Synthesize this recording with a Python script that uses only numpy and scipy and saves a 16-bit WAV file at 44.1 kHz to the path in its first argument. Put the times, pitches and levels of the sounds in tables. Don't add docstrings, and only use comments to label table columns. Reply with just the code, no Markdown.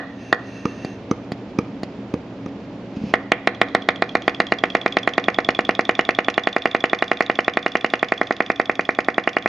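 import sys
import numpy as np
from scipy import signal
from scipy.fft import rfft, irfft, next_fast_len
from scipy.io import wavfile
from scipy.ndimage import map_coordinates

SR = 44100
rng = np.random.default_rng(int(sys.argv[2]) if len(sys.argv) > 2 else 0)


def generate_wav(sig):
    pcm = np.round(np.clip(np.atleast_2d(sig).T, -1, 1) * 32767).astype(np.int16)
    wavfile.write(sys.argv[1], SR, pcm)


N = 418068
LEAD = SR // 4
TIME = (np.arange(N + LEAD) - LEAD) / SR
AGE = np.arange(SR // 10) / SR

# time in seconds, speed in turns a second.
FLYWHEEL_SPEED = [(3.138, 4.868), (3.3, 6.084), (3.69, 7.653), (3.75, 7.087), (4.22, 7.905), (4.95, 9.336),
                  (5.28, 9.712), (5.91, 10.008), (6.36, 10.545), (6.44, 10.832), (7.22, 10.939),
                  (7.56, 11.001), (8.17, 10.82), (8.34, 10.384), (8.67, 10.235), (9.13, 10.332),
                  (9.19, 10.644), (9.48, 10.967)]
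CATCH_S = 3.1381
# start in seconds, relative level in dB, final ring pitch in Hz.
FLICKS = [(-0.03, 0, 1920), (0.327, -0.5, 1884)]
POP_DB, POP_FADE_DB_PER_S, POP_SCATTER_DB = 0.45, 0.8, 0.69
# time in seconds, pitch in Hz before the scatter.
GAS_RING = [(3.14, 2235), (3.35, 2830), (3.78, 2430), (4.4, 2700), (6.3, 2920), (8.03, 2814), (8.24, 2320),
            (8.52, 2840), (8.92, 2380), (9.2, 2780)]
RING_SCATTER = 0.035
# time in seconds, port opening time in seconds, ring decay in seconds, relative crack level in dB.
CYLINDER = [(.33, 0.0005, 0.0015, -5), (3.14, 0.0007, 0.0014, -5), (3.75, 0.000836, 0.0014, -6),
            (4.5, 0.00076, 0.0012, -6), (5.7, 0.001, 0.0014, -14.5), (6.25, 0.000864, 0.0013, -7.5),
            (6.9, 0.00087, 0.0013, -14), (7.9, 0.00086, 0.0014, -12.5), (9.4, 0.00088, 0.0016, -29)]
# frequency in Hz, relative level in dB.
CRACK_COLOUR = [(300, 1.5), (1500, 3.5), (3800, 11), (5500, -21), (8000, -37.5), (11000, -33),
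                (16000, -47.5)]
# frequency in Hz, relative level in dB.
RASP_COLOUR = [(1000, -20.5), (2500, 9.5), (3600, -1), (5000, -0.5), (6800, -10), (8000, -36.5),
               (9500, -22.5), (13000, -57)]
# delay in seconds, signed gain against the direct sound.
NEAR_ECHOES = [(.00035, -1.1), (.00077, -0.83), (.00158, 0.07), (.00268, .51), (.0061, -0.14)]
# centre in Hz, width in Hz, depth from 0 to 1.
NOTCHES = [(947, 206, 0.65), (1472, 177, 0.49), (1628.5, 143, 0.66), (2271, 176, 0.98)]
# pitch in Hz, decay in seconds, level against the pop in dB.
TABLE_MODES = [(276, 0.019, -43), (362, 0.032, -35.5), (384, .018, -29.5), (486, 0.028, -26),
               (598, 0.0091, -43), (686, 0.011, -24), (726, .02, -34), (1208, 0.012, -35.5),
               (1276, 0.016, -32), (1490, 0.016, -41), (2050, 0.01, -39), (2440, 0.015, -34)]
# time in seconds, chirp level in dB, settled chirp pitch in Hz,
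# rasp over the chirp in dB, relative level in dB of the scrape and rubbing.
GEAR = [(3.4, -53, 3290, -5, -38.5), (3.56, -30.5, 3280, -7, -39), (4.3, -23, 3280, -7.5, -34),
        (5.3, -18.5, 3350, -10, -34), (6.5, -21, 3414, -10.5, -33), (8, -25.5, 3386, -7, -32.5),
        (9.4, -27, 3355, -8.5, -35)]
RELEASE_TURNS, SHUT_S = 0.327, 0.0266
CHIRP_SCATTER_DB = 1
ROD_DB, ROD_DECAY_S = -20.5, 0.04
# start in seconds, relative level in dB.
PUFFS = [(0.8479, -16.5), (1.3194, -14.5), (1.833, -15)]
# start in seconds, relative level in dB, cylinder ring over that level in dB.
GULPS = [(0.654, -4.5, -7.5), (1.112, -2.5, -9.5), (1.5872, -2, -11.5), (2.1393, -6, -20),
         (2.4607, -17, -10.5)]
# frequency in Hz, relative level in dB.
GULP_COLOUR = [(500, 5.0), (1500, 1.5), (2500, 6.0), (3300, -7.0), (6500, -0.5), (7500, -35.5),
               (10000, -19.0), (12000, -52)]
# start in seconds, level in dB.
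BUMPS = [(2.969, -14), (3.015, -15.5), (3.038, -10.5), (3.068, -17.5)]
# time in seconds, level in dB before its wobble.
LEAK = [(0, -78), (.12, -60), (.3, -45), (.37, -65), (.48, -44.5), (.82, -47.5), (.93, -47.5), (1, -66),
        (1.2, -90)]
# frequency in Hz, relative level in dB.
LEAK_COLOUR = [(1000, -20.5), (1700, -5.5), (1830, 4), (2000, -13.5), (2550, -10), (2720, 5.5),
               (2900, -17.5), (4200, -14.5), (5500, -20), (6400, -11.5), (7200, -46), (10000, -32.5),
               (12000, -66.5)]
# pitch in Hz, level over the leak in dB before its wobble.
WHISTLES = [(1835, -12.5), (2690, -10)]
# time in seconds, level in dB.
FINGER = [(2.93, -90), (2.965, -47), (2.99, -56), (3.1, -45), (3.14, -57), (3.17, -90)]
# frequency in Hz, time in seconds to fall by 60 dB.
ROOM_T60 = [(150, 0.63), (500, 0.49), (2000, 0.49), (4000, 1), (10000, 0.47)]
# frequency in Hz, left-right likeness from 0 to 1.
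ROOM_ALIKE = [(300, 0.99), (700, 0.97), (1500, 0.74), (4000, 0.14), (10000, 0.12)]
# frequency in Hz, right minus left in dB.
TILT = [(100, -0.16), (600, 1.5), (1200, 2), (2200, 4.5), (4000, 1), (10000, -3.5)]
# time in seconds, relative level in dB.
AMBIENT = [(0, -38.5), (0.7, -35.5), (3.05, -35), (3.3, -37.5), (5.7, -38.7), (6.4, -42.5), (8.2, -43.5),
           (9.48, -44)]
# frequency in Hz, relative level in dB.
AMBIENT_COLOUR = [(15, -45.5), (25, -33), (60, -18), (112, -9.5), (146, -13.5), (203, -1), (246, -7),
                  (277, -0.5), (305, -8.5), (515, -12.5), (553, -11), (670, -16), (1080, -23.5),
                  (1160, -25.5), (3470, -35), (7430, -52.5), (9660, -97.5), (16300, -120)]
# pitch in Hz, relative level in dB.
HUM = [(119, -46), (205, -53), (274.5, -41)]


def amp(db):
    return 10 ** (np.asarray(db) / 20)


def unit(x):
    return x / np.sqrt(np.mean(x ** 2) + 1e-20)


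def along(points, hz):
    f, v = np.transpose(points)
    return np.interp(np.log(hz + 1), np.log(f), v)


def at(rows, s):
    times, *cols = np.transpose(rows)
    return [np.interp(s, times, c) for c in cols]


def wobble(rate):
    knots = rng.standard_normal(int(len(TIME) * rate / SR) + 4)
    return map_coordinates(knots, [np.arange(len(TIME)) * rate / SR])


def filtered(x, response):
    n = x.shape[-1]
    m = next_fast_len(n + 8192)
    return irfft(rfft(x, m) * response(np.fft.rfftfreq(m, 1 / SR)), m)[..., :n]


def noise(colour, envelope=1):
    white = envelope * rng.standard_normal(len(TIME))
    return filtered(white, lambda hz: unit(amp(along(colour, hz))))


def add(track, s, sound):
    part = track[max(round(s * SR) + LEAD, 0):][:len(sound)]
    part += sound[:len(part)]


def swell(length):
    return np.sin(np.pi * np.minimum(AGE / length, 1))


def fade(decay):
    return np.exp(-AGE / decay)


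def ringing(hz, decay):
    return np.sin(2 * np.pi * hz * AGE) * fade(decay)


def gliding(pitch):
    return np.sin(2 * np.pi * np.cumsum(pitch) / SR)


def crank_times(offset):
    t = np.arange(CATCH_S, N / SR, 1 / SR)
    turns = np.cumsum(at(FLYWHEEL_SPEED, t)[0]) / SR
    return np.interp(np.arange(offset, turns[-1]), turns, t)


def firings():
    s = crank_times(0)
    a, b = rng.standard_normal((len(s), 2)).T
    db = POP_DB - POP_FADE_DB_PER_S * (s - CATCH_S) + POP_SCATTER_DB * a
    final_hz = at(GAS_RING, s)[0] * (1 + RING_SCATTER * b)
    return np.vstack([FLICKS, np.column_stack([s, db, final_hz])])


def pops(fired, bend=2.02, crack_s=0.0011, hiss_db=-33, valve_hz=3550, valve_db=-3, valve_decay=0.00067):
    ring, crack, hiss = np.zeros((3, len(TIME)))
    for (s, db, final_hz), (b, c) in zip(fired, rng.standard_normal((len(fired), 2))):
        opening, decay, crack_db = at(CYLINDER, s)
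        opening *= np.exp(0.075 * b)
        pitch = final_hz * (1 - fade(opening)) ** bend
        add(ring, s, amp(db + 4.0) * gliding(pitch) * fade(decay))
        jet = amp(db + crack_db + 1.3 * c)
        add(crack, s + .0008, jet * amp(-9.5) * fade(crack_s))
        plate = ringing(valve_hz, valve_decay) * (1 - fade(0.00024))
        add(ring, s + 0.000816, jet * amp(valve_db) * plate)
        add(hiss, s - .003, amp(db + hiss_db) * swell(0.0062))
    return ring + noise(CRACK_COLOUR, crack) + noise(RASP_COLOUR, hiss)


def surfaces(x):
    def echoes(hz):
        return 1 + sum(gain * np.exp(-2j * np.pi * hz * delay) for delay, gain in NEAR_ECHOES)

    def gaps(hz):
        total = 1
        for centre, width, depth in NOTCHES:
            damping = 1j * hz * width
            total = total * (1 - depth * damping / (centre ** 2 - hz ** 2 + damping))
        return total

    return filtered(x, lambda hz: echoes(hz) * gaps(hz))


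def high_passed(x, corner_hz):
    return signal.sosfilt(signal.butter(2, corner_hz, "highpass", fs=SR, output="sos"), x)


def radiated(x, corner_hz):
    return high_passed(x, corner_hz)


def table(fired):
    out = np.zeros(len(TIME))
    ring = sum(amp(db) * ringing(hz, decay) for hz, decay, db in TABLE_MODES)
    for s, db, _ in fired:
        add(out, s + 0.00085, -amp(db) * ring)
    return out


def valve_gear(fired, length=0.0047, rebound_s=0.018, rebound_db=-10.5):
    tone, rasp = np.zeros((2, len(TIME)))
    shuts = crank_times(RELEASE_TURNS) + SHUT_S
    for s, draws in zip(shuts, rng.standard_normal((len(shuts), 2, 4))):
        db, hz, rasp_db, _ = at(GEAR, s)
        for (lag, drop_db), (a, b, c, d) in zip([(0, 0), (rebound_s, rebound_db)], draws):
            slide = amp(db + drop_db + CHIRP_SCATTER_DB * c) * swell(length * np.exp(0.28 * b))
            pitch = hz * (1 + 0.004 * a + (0.086 + .025 * d) * fade(0.0017))
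            add(tone, s + lag, slide * gliding(pitch))
        add(tone, s, amp(db + ROD_DB) * ringing(hz, ROD_DECAY_S))
        add(rasp, s, amp(db + rasp_db) * fade(0.0028))
    for (s, *_), (a, b) in zip(fired, rng.standard_normal((len(fired), 2))):
        scrape = amp(at(GEAR, s)[-1] + 3.5 + 2.9 * b)
        add(rasp, s + .0165 + .001 * a, scrape * (1 - fade(0.000093)) * fade(0.0033))
    rasp += amp(at(GEAR, TIME)[-1] - 22.5 + 2.7 * wobble(70))
    return tone + noise(RASP_COLOUR, rasp)


def puffs(decay=0.00088, rasp_db=-19):
    push, hiss = np.zeros((2, len(TIME)))
    for s, db in PUFFS:
        add(push, s, amp(db + 7.5) * (1 - fade(0.00022)) * fade(decay))
        add(hiss, s, amp(db + rasp_db) * fade(0.0046))
    return push + noise(RASP_COLOUR, hiss)


def gulps(rise_s=0.0017, suck_s=0.00087, ring_hz=1220, ring_decay=0.0031, hiss_db=-22,
          table_hz=470, table_db=-15):
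    air, hiss = np.zeros((2, len(TIME)))
    for s, db, ring_db in GULPS:
        stop = s + rise_s
        add(air, s, amp(db - 4.5) * swell(rise_s))
        add(air, stop, -amp(db + 8.0) * (1 - fade(0.00054)) * fade(suck_s))
        add(air, stop + 0.0011, amp(db - 12) * swell(0.0031))
        add(air, stop, amp(db + ring_db) * ringing(ring_hz, ring_decay))
        add(air, stop, amp(db + table_db) * ringing(table_hz, 0.012))
        add(hiss, s - .001, amp(db + hiss_db) * swell(0.0058))
    return air + noise(GULP_COLOUR, hiss)


def bumps(base_hz=215, decay=0.0056):
    out = np.zeros(len(TIME))
    for s, db in BUMPS:
        add(out, s, amp(db) * ringing(base_hz, decay))
    return out


def leak():
    whistle = 0
    for hz, db in WHISTLES:
        level = amp(db + 2.5 * wobble(40))
        whistle = whistle + level * np.sin(2 * np.pi * hz * TIME + 1.1 * wobble(70))
    level = amp(at(LEAK, TIME)[0] + 1.2 * wobble(25))
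    piston = level * (noise(LEAK_COLOUR) + whistle)
    return piston + noise(RASP_COLOUR, amp(at(FINGER, TIME)[0]))


def sideways(x, side_db=-16, delay_s=0.001053, corner_hz=1100):
    def delayed_treble(hz):
        return np.exp(-2j * np.pi * hz * delay_s) * hz ** 2 / (hz ** 2 + corner_hz ** 2)

    echo = filtered(x, delayed_treble)
    return amp(side_db) * np.array([echo, -echo])


def spread(pair):
    def mid_side(hz):
        turn = np.arccos(np.clip(along(ROOM_ALIKE, hz), -1, 1)) / 2
        return np.array([np.cos(turn), np.sin(turn)])

    mid, side = filtered(pair, mid_side)
    return np.array([mid + side, mid - side])


def room(x, early_db=-11, early_t60=0.062, early_corner_hz=900, late_db=-15, gap=0.003972, absorb_hz=2950,
         treble_share=0.51):
    hz, t, z = signal.stft(rng.standard_normal((2, SR // 2)), SR, nperseg=256)
    dying = amp(-60 * t / along(ROOM_T60, hz)[:, None])
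    late = signal.istft(z * dying, SR, nperseg=256)[1]
    age = np.arange(late.shape[1]) / SR
    early = high_passed(rng.standard_normal(late.shape) * amp(-60 * age / early_t60), early_corner_hz)
    parts = [(early_db, early), (late_db, late)]
    answer = sum(amp(db) * part / np.linalg.norm(part[0]) for db, part in parts)

    def absorption(hz):
        return treble_share + (1 - treble_share) / (1 + (hz / absorb_hz) ** 16)

    answer = filtered(spread(answer), absorption)
    answer = np.pad(answer, ((0, 0), (round(gap * SR), 0)))
    return signal.fftconvolve(x[None], answer, axes=1)[:, :len(x)]


def ambient(rumble_db=1, hum_db=35):
    rumble = unit(spread(np.array([noise(AMBIENT_COLOUR), noise(AMBIENT_COLOUR)])))
    hum = 0
    for hz, db in HUM:
        level = amp(db + 0.92 * wobble(6.3)) * np.sqrt(2)
        hum = hum + level * np.sin(2 * np.pi * hz * TIME + .7 * wobble(6.7))
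    return amp(at(AMBIENT, TIME)[0]) * (amp(rumble_db) * rumble + amp(hum_db) * hum)


def scene():
    fired = firings()
    running = radiated(surfaces(pops(fired)), corner_hz=223) + table(fired) + valve_gear(fired)
    by_hand = radiated(surfaces(puffs()) + gulps() + bumps(), corner_hz=82.5) + leak()
    engine = running + by_hand
    heard = engine + sideways(engine) + room(engine) + ambient()
    heard = filtered(heard, lambda hz: amp(np.outer([-.5, .5], along(TILT, hz))))
    return heard[:, LEAD:]


def record(dry):
    clipped = dry / (1 + dry ** 8) ** (1 / 8)
    return filtered(clipped, lambda hz: 1 / (1 + (hz / 13500) ** 6) / (1 + (hz / 16000) ** 40))


dry = scene()
out = record(dry)
generate_wav(out)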